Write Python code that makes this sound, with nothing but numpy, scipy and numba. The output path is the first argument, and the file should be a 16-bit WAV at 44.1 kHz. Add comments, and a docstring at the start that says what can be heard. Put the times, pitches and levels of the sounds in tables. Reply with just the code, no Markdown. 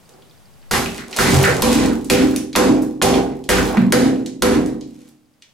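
"""A small tiled bathroom: a flat hand slaps a wet, heaped pizza on a plastic lid nine times.
Each slap cracks, pops and squelches trapped air, knocks the lid and sprays sauce; the palm settles,
may slide, and peels off. Small ticks and plops sound in between. The room booms in its standing
waves, and a gain control flattens the blows."""
import sys
import numpy as np
from scipy import signal
from scipy.fft import rfft, irfft, next_fast_len
from scipy.io import wavfile
from scipy.ndimage import minimum_filter1d
from numba import njit

SR = 44100
rng = np.random.default_rng(int(sys.argv[2]) if len(sys.argv) > 2 else 0)


def digitize_waveform(pressure):
    """Quantize a signal to 16-bit integers and store it at the path in sys.argv[1].

    Rows of a 2-D input are taken as channels; values are limited to [-1, 1].
    """
    field = np.atleast_2d(pressure).T
    bounded = np.clip(field, -1, 1)
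    quanta = np.round(bounded * 32767).astype(np.int16)
    wavfile.write(sys.argv[1], SR, quanta)


N = 243873
TIME_S = np.arange(N) / SR
EVENT_S = TIME_S[:SR // 3]
PORT_SIGNS = np.array([[1], [-1]])  # left, right microphone port


def undb(db):
    """Decibels to gain."""
    return 10 ** (np.asarray(db) / 20)


def at(points, hz):
    """Interpolate (Hz, value) points on a log-frequency axis."""
    freqs, values = np.transpose(points)
    return np.interp(np.log(np.maximum(hz, 1)), np.log(freqs), values)


def burst(x, db):
    """Scale x to the energy of 10 ms of sound at db."""
    return x * undb(db) / np.sqrt(np.sum(x ** 2) / (SR / 100))


def add(track, time_s, x):
    """Mix x into the track at time_s."""
    start = max(int(time_s * SR), 0)
    track[start:start + len(x)] += x[:N - start]


def colour(x, points, size=2048):
    """Minimum-phase filter with the given (Hz, dB) spectrum."""
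    gain = undb(at(points, np.fft.rfftfreq(size, 1 / SR)))
    cepstrum = irfft(np.log(gain))
    cepstrum[1:size // 2] *= 2
    cepstrum[size // 2 + 1:] = 0
    response = irfft(np.exp(rfft(cepstrum)))
    return signal.fftconvolve(x, response)[:len(x)]


def band(x, hz, octaves, order=1):
    """Band-pass around hz."""
    edges_hz = [hz / 2 ** (octaves / 2), min(hz * 2 ** (octaves / 2), SR / 2 - 1000)]
    return signal.sosfilt(signal.butter(order, edges_hz, "band", fs=SR, output="sos"), x)


def fade(t, t60_s):
    """Exponential decay."""
    return np.exp(-np.log(1000) * t / t60_s)


def ring(hz, t60_s):
    """A struck, damped resonance that pushes no net air."""
    return np.gradient(np.sin(2 * np.pi * hz * EVENT_S) * fade(EVENT_S, t60_s))


def crackle(t, spread_db):
    """Dense tiny clicks of unequal size, as when films of sauce tear."""
    noise = rng.standard_normal(len(t))
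    sizes = np.minimum(rng.exponential(size=len(t)), 6)
    return noise * undb(spread_db * sizes)


def bump(hz, t60_s, db):
    """A blow cushioned by dough: only a low note."""
    return burst(band(ring(hz, t60_s), hz, octaves=0.75), db)


def smack(hz, t60_s, db, octaves=1.46):
    """A short tick of band-passed noise."""
    noise = rng.standard_normal(len(EVENT_S)) * fade(EVENT_S, t60_s)
    return burst(band(noise, hz, octaves, order=2), db)


def smear(length_s, hz, octaves, db):
    """Sliding contact: a stream of clicks swells and dies."""
    t = TIME_S[:int(length_s * SR)]
    clicks = crackle(TIME_S[:SR // 2], spread_db=9)[:len(t)]
    swell = np.sin(np.pi * t / length_s)
    return burst(band(clicks * swell, hz, octaves, order=2), db)


# Room noise spectrum: (frequency [Hz], relative density [dB])
FLOOR_SPECTRUM = [(25, 1), (60, -2.5), (140, 7), (300, -3.5), (600, -4), (1500, -11), (4500, -16),
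                  (10000, -19), (15500, -24)]


def background(floor_db=-51.5, tick_db=-69.5, tick_period_s=0.08):
    """Low room hum and hiss, with faint regular ticking."""
    mid, left, right = (colour(rng.standard_normal(N), FLOOR_SPECTRUM) for _ in range(3))
    hiss = mid + 1.1 * np.array([left, right])
    ticks = band(rng.standard_normal(N), hz=4800, octaves=0.15, order=2)
    ticks *= fade((TIME_S + 0.023) % tick_period_s, t60_s=0.04)
    return hiss / hiss.std() * undb(floor_db) + ticks / ticks.std() * undb(tick_db)


# Tile echo spectrum: (frequency [Hz], level [dB])
ECHO_SPECTRUM = [(40, -31.5), (120, 4.5), (300, 9), (600, 5.5), (1200, 0.5), (2500, -2), (6000, -5),
                 (15000, -6)]
# Tile echo decay: (frequency [Hz], t60 [s])
ECHO_DECAY = [(100, 0.7), (400, 0.87), (1000, 0.33), (3000, 0.34), (7000, 0.36), (15000, 0.2)]
# Tile echo width: (frequency [Hz], side re mid [dB])
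ECHO_WIDTH = [(60, -30), (200, -15), (500, -13), (1500, -4), (4000, -3), (8000, 0), (12000, -6)]


def tile_echo(onset_s=0.002):
    """Two-port response of dense reflections off the tiles, decaying band by band."""
    t = TIME_S[:SR]
    freqs = np.fft.rfftfreq(len(t), 1 / SR)
    mid, side = (rfft(rng.standard_normal(len(t))) for _ in range(2))
    field = mid + PORT_SIGNS * side * undb(at(ECHO_WIDTH, freqs))
    field *= undb(at(ECHO_SPECTRUM, freqs))
    onset = np.minimum(t / onset_s, 1) ** 2
    centres_hz = np.geomspace(120, 16000, 7)
    response = 0
    for hz, weights in zip(centres_hz, np.eye(len(centres_hz))):
        band_noise = irfft(field * at(np.c_[centres_hz, weights], freqs), len(t))
        decay = fade(t, at(ECHO_DECAY, hz)) * onset
        response += band_noise * decay / np.linalg.norm(decay)
    return response


# Room modes: (frequency [Hz], gain [dB], t60 [s])
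ROOM_MODES = [(54.14, 15.5, 0.76), (76.8, 13, 0.77), (90.8, 11, 0.45), (133.5, 15.5, 0.46),
              (141.7, 14.5, 1), (185.7, 15.5, 0.55), (192.7, 17, 0.93), (231.7, 14, 1), (236.6, 18.5, 0.43),
              (262, 14.5, 0.97), (302.6, 4.5, 0.8), (304.7, 18, 1), (306, -4, 0.99), (364.5, 15.5, 1),
              (390.6, 22.5, 0.7), (424, 4.5, 0.27), (490, 4.5, 0.85), (498, 10.5, 0.48), (794, 13, 0.54)]


def standing_waves(port_offset_rad=0.18):
    """Response of the room modes; each meets the two ports slightly out of phase."""
    t = TIME_S[:3 * SR // 2]
    response = 0
    for k, (hz, db, t60_s) in enumerate(ROOM_MODES):
        offset_rad = PORT_SIGNS * port_offset_rad * rng.choice([-1, 1])
        wave = (-1) ** k * np.sin(2 * np.pi * hz * t + offset_rad)
        decay = fade(t, t60_s)
        response += undb(db) * wave * 2 * decay / decay.sum()
    return response


def bathroom(directions, direct_db=-4):
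    """Direct sound, standing waves, and a separate echo for each direction the sound leaves in."""
    def through(x, response):
        return signal.oaconvolve(x[None], response, axes=1)[:, :N]
    echo = sum(through(x, tile_echo()) for x in directions) / np.sqrt(len(directions))
    boom = through(directions[0], standing_waves())
    return undb(direct_db) * directions[0] + echo + boom


# Port phase: (frequency [Hz], left lead before roll-off [rad])
PORT_LEAD = [(60, 0.8), (260, -0.9), (600, -1.7), (1550, 1.2)]
# Port sensitivity: (frequency [Hz], left minus right [dB])
PORT_TILT = [(60, 3), (120, -1), (380, -1.5), (700, -4), (1300, -1.5), (4400, -1), (8000, -0.5)]


def microphones(x, rolloff_hz=1500):
    """The two ports differ in sensitivity, and long waves meet them out of step."""
    size = next_fast_len(N + SR // 10)
    freqs = np.fft.rfftfreq(size, 1 / SR)
    lead_rad = at(PORT_LEAD, freqs) / (1 + (freqs / rolloff_hz) ** 2)
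    gain = undb(PORT_SIGNS * at(PORT_TILT, freqs) / 2)
    response = gain * np.exp(0.5j * PORT_SIGNS * lead_rad)
    return irfft(rfft(x, size) * response, size)[:, :N]


# Small ticks: (time [s], level [dB], centre [Hz])
SMALL_TICKS = [(0.092, -47.5, 6130), (0.628, -54, 2000), (1.111, -28.5, 6130), (1.128, -16.5, 3000),
               (1.142, -26, 4500), (1.164, -13, 6000), (1.429, -8.5, 9000), (2.045, -23.5, 6760),
               (2.530, -21, 3500), (3.140, -8, 2336), (3.44, -30, 5000), (3.747, -20, 1000),
               (4.81, -28, 4100), (5.088, -41, 7940), (5.422, -32, 3780)]


def small_ticks():
    """Drips, a finger touch and faint handling each make a small tick."""
    out = np.zeros(N)
    for time_s, db, hz in SMALL_TICKS:
        add(out, time_s, smack(hz, t60_s=0.019, db=db))
    return out


# Short pitched rings: (time [s], level [dB], pitch [Hz])
SHORT_RINGS = [(0.223, -51, 3269), (0.311, -52.5, 3600), (0.86, -11.5, 2650), (0.994, -29.5, 4000),
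               (1.014, -26, 2100), (1.478, -4.5, 458), (2.361, -20, 2500)]


def short_rings(t60_cycles=13):
    """Small wet plops and one light, low knock, each a quickly damped tone."""
    out = np.zeros(N)
    for time_s, db, hz in SHORT_RINGS:
        add(out, time_s, burst(ring(hz, t60_cycles / hz), db))
    return out


def fizz(count=70, span_s=0.28, fall_db=28, spread_db=5, centre_hz=3800, octaves=3.1, t60_cycles=10):
    """Small bubbles keep bursting in the churned sauce after each slap, ever fainter."""
    out = np.zeros(N)
    t = TIME_S[:SR // 30]
    for time_s, *_, spray_db in HAND_SLAPS:
        cloud = np.zeros(N)
        for lateness, pitch, chance in rng.random((count, 3)):
            hz = centre_hz * 2 ** (octaves * (pitch - 0.5))
            size = min(-np.log(1 - chance), 3)
            bubble = np.sin(2 * np.pi * hz * t) * fade(t, t60_cycles / hz)
            add(cloud, lateness * span_s, undb(spread_db * size - fall_db * lateness) * bubble)
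        add(out, time_s + 0.04, burst(cloud, spray_db - 8))
    return out


def spatter(count=70, span_s=0.62, fall_db=36, spread_db=4):
    """Drops keep landing after each slap; late ones are fewer and smaller."""
    out = np.zeros(N)
    for time_s, *_, spray_db in HAND_SLAPS:
        turn, chance = rng.random((count, 2)).T
        lateness = turn ** 2
        size = np.minimum(-np.log(1 - chance), 3)
        drops = np.zeros(SR)
        drops[(lateness * span_s * SR).astype(int)] = undb(spread_db * size - fall_db * lateness)
        add(out, time_s + 0.014, burst(band(drops, hz=2800, octaves=3.2), spray_db - 12))
    return out


# Scuff and slides: (time [s], length [s], hiss [dB], rub [dB])
RUBS = [(0.051, 0.17, -62, -46), (0.867, .16, -17, -28.5), (1.056, 0.15, -20.5, -24.5),
        (1.156, .04, -7, -11.5), (1.218, .3, 5.5, 1.5), (1.43, 0.23, -9, -9), (1.708, .05, 8, -8.5),
        (3.619, 0.19, -37.5, -8), (4.852, 0.3, -33, -45)]


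def rubs():
    """A faint scuff at the start, then the palm's wet slides and rubs."""
    out = np.zeros(N)
    for time_s, length_s, hiss_db, rub_db in RUBS:
        add(out, time_s, smear(length_s, hz=3710, octaves=2.7, db=hiss_db))
        add(out, time_s, smear(length_s, hz=560, octaves=2, db=rub_db))
    return out


def shove(time_s=1.245):
    """One hard shove rolls the heap over the lid with a rumble."""
    out = np.zeros(N)
    add(out, time_s, smear(length_s=0.17, hz=117, octaves=0.8, db=4))
    return out


# Palm lifts: (time [s], smack [dB], smack centre [Hz], smack t60 [s], suck [dB], lid rebound [dB])
PALM_LIFTS = [(0.98, -22, 3500, .012, -18.5, -28.5), (1.439, -1, 2600, 0.0073, 6, -18),
              (1.859, -16, 6450, .02, -19, -22), (2.362, -9.5, 6700, 0.0064, -28, -23.5),
              (2.821, -23, 7670, 0.083, -29, -39.5), (3.772, -7, 1435, 0.0031, -24, 2),
              (4.261, -18.5, 4730, 0.013, -36.5, -33), (4.661, -24.5, 5500, 0.009, -35.5, -34)]


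def lifts(suck_pitch_ratio=1.18):
    """The palm unsticks with a smack and sucks air back into the pocket left by the last slap."""
    out = np.zeros(N)
    for time_s, smack_db, smack_hz, t60_s, suck_db, _ in PALM_LIFTS:
        pocket_hz = [hz for slap_s, _, _, hz, *_ in HAND_SLAPS if slap_s < time_s][-1]
        suck = smear(length_s=0.024, hz=suck_pitch_ratio * pocket_hz, octaves=0.67, db=suck_db)
        add(out, time_s, smack(smack_hz, t60_s, smack_db))
        add(out, time_s, suck)
    return out


def rebounds(lid_hz=207.4, lid_t60_s=0.046):
    """At each lift the lid springs back, the dough flops onto it, and the lid bounces."""
    out = np.zeros(N)
    for time_s, *_, rebound_db in PALM_LIFTS:
        add(out, time_s, bump(lid_hz, lid_t60_s, rebound_db))
        add(out, time_s + 0.012, bump(hz=120, t60_s=0.14, db=rebound_db - 11.5))
        add(out, time_s + 0.062, bump(lid_hz, lid_t60_s / 2, rebound_db - 13.5))
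    return out


def settling(delay_s=0.105):
    """The arm's weight settles on the dough after each slap."""
    out = np.zeros(N)
    for time_s, *_, thud_db, _ in HAND_SLAPS:
        add(out, time_s + delay_s, bump(hz=136, t60_s=0.021, db=thud_db - 16))
    return out


def chatter(delay_s=0.008096):
    """The loose lid rattles on its seat after each knock, roughening the boom."""
    out = np.zeros(N)
    for time_s, *_, knock_db, _, _ in HAND_SLAPS:
        clicks = crackle(EVENT_S, spread_db=4) * fade(EVENT_S, t60_s=0.065)
        rattle = band(clicks, hz=320, octaves=1.46, order=2)
        add(out, time_s + delay_s, burst(rattle, knock_db - 7))
    return out


# Fingertip landings: (time [s], level [dB], centre [Hz])
FINGER_TAPS = [(1.621, -1, 5630), (2.5528, -3, 1290), (3.016, -0.5, 1000)]


def fingertips():
    """A tilted hand lands fingertips first, with a broad tick."""
    out = np.zeros(N)
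    for time_s, db, hz in FINGER_TAPS:
        add(out, time_s, smack(hz, t60_s=0.021, db=db, octaves=2.33))
    return out


# Wet contact spectrum: (frequency [Hz], relative level [dB])
WET_SPECTRUM = [(60, 6), (400, 2.5), (1500, -2.5), (3000, 1), (5000, 2), (8000, -1.5), (12000, -2),
                (15500, -25)]
# Modes of the lid over its hollow: (frequency [Hz], relative level [dB], t60 [s])
LID_MODES = [(306.3, 7.5, 0.042), (233.5, -3, 0.15), (261.5, -6.5, 0.25), (289.5, -10, 0.12),
             (368.8, -15.5, 0.28), (495.2, -6, 0.26)]
# Slaps: (time [s], contact [s], crack [dB], air pocket [Hz], pop [dB], squelch [dB],
#         lid knock [dB], thud [dB], spray [dB])
HAND_SLAPS = [(0.711, 0.036, -5.5, 1370, -13.5, -1.5, -33, -12.5, -1),
              (1.187, 0.012, 7, 1434, 13.5, 4, -17.5, 5.5, 12.5),
              (1.623, 0.0078, 15, 970, 11, 0, 13, 5.5, 11.5),
              (2.099, 0.0065, 6.5, 2440, 6, 0.5, 5.5, -4, 6),
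              (2.560, 0.0068, 12.5, 1172, 7.5, 2.5, 9, 4, -0.5), (3.022, 0.0091, 13, 684, 8, 2, 3, -4, 1.5),
              (3.490, 0.0059, 2.5, 1736, 3, 2, -0.5, 0.5, 6),
              (3.923, 0.0039, 10.5, 1700, 7.5, -4.5, 7, -0.5, -2.5),
              (4.422, 0.0042, 9.5, 1300, 3.5, 2.5, 6.5, 1, -2)]


def slaps():
    """Skin cracks on sauce, trapped air pops and squelches out, the lid knocks, and sauce sprays."""
    out = np.zeros(N)
    lid = sum(undb(db) * ring(hz, t60_s) / hz for hz, db, t60_s in LID_MODES)
    for (time_s, contact_s, crack_db, pocket_hz, pop_db, squelch_db,
         knock_db, thud_db, spray_db) in HAND_SLAPS:
        contact = np.exp(-(EVENT_S / contact_s) ** 2)  # a thick heap lengthens the landing
        crack = crackle(EVENT_S, spread_db=2.5) * contact
        add(out, time_s, burst(colour(crack, WET_SPECTRUM), crack_db))
        add(out, time_s + 0.00145, burst(ring(pocket_hz, t60_s=7 / pocket_hz), pop_db))
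        add(out, time_s + 0.00332, burst(lid, knock_db))
        add(out, time_s + 0.005012, burst(ring(hz=83, t60_s=0.0084), thud_db))
        add(out, time_s + 0.0054, smear(length_s=0.057, hz=pocket_hz, octaves=1.42, db=squelch_db))
        spray_s = 0.016 + 1.5 * contact_s  # a longer landing sprays for longer
        spray = crackle(EVENT_S, spread_db=3) * EVENT_S * np.exp(-2 * EVENT_S / spray_s)
        add(out, time_s, burst(colour(spray, WET_SPECTRUM), spray_db))
    return out


def scene(direction_count=4):
    """Sauce tears at many spots at once, so each direction gets its own fine crackle."""
    shared = settling() + rebounds() + spatter() + fizz() + short_rings()
    directions = [
        shared + slaps() + chatter() + lifts() + fingertips() + small_ticks() + rubs() + shove()
        for _ in range(direction_count)]
    return microphones(bathroom(directions)) + background()


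@njit
def follow(peaks, attack_s, release_s):
    """Attack-release envelope follower."""
    out, level = np.empty(len(peaks)), 0.
    for i in range(len(peaks)):
        lag_s = attack_s if peaks[i] > level else release_s
        level += (peaks[i] - level) / (SR * lag_s)
        out[i] = level
    return out


def turn_down(x, top_db, max_cut_db, attack_s, release_s, ahead_samples=45):
    """Look-ahead gain reduction holds peaks near top_db, cutting by at most max_cut_db."""
    peaks = -minimum_filter1d(-np.abs(x).max(axis=0), ahead_samples)
    peaks = np.minimum(peaks, undb(top_db + max_cut_db))
    reduction = np.maximum(follow(peaks, attack_s, release_s) / undb(top_db), 1)
    return x / np.pad(reduction[ahead_samples:], (0, ahead_samples), "edge")


def record(dry, cutoff_hz=16000):
    """Slow gain control, quick limiter, rounded peaks, steep top cut."""
    levelled = turn_down(dry, top_db=-9, max_cut_db=12, attack_s=0.003, release_s=3.0)
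    limited = turn_down(levelled, top_db=-1.5, max_cut_db=30, attack_s=0.00085, release_s=0.04)
    lowpass = signal.ellip(8, 0.2, 70, cutoff_hz, fs=SR, output="sos")
    return signal.sosfilt(lowpass, np.tanh(limited))


dry = scene()
out = record(dry)
digitize_waveform(out)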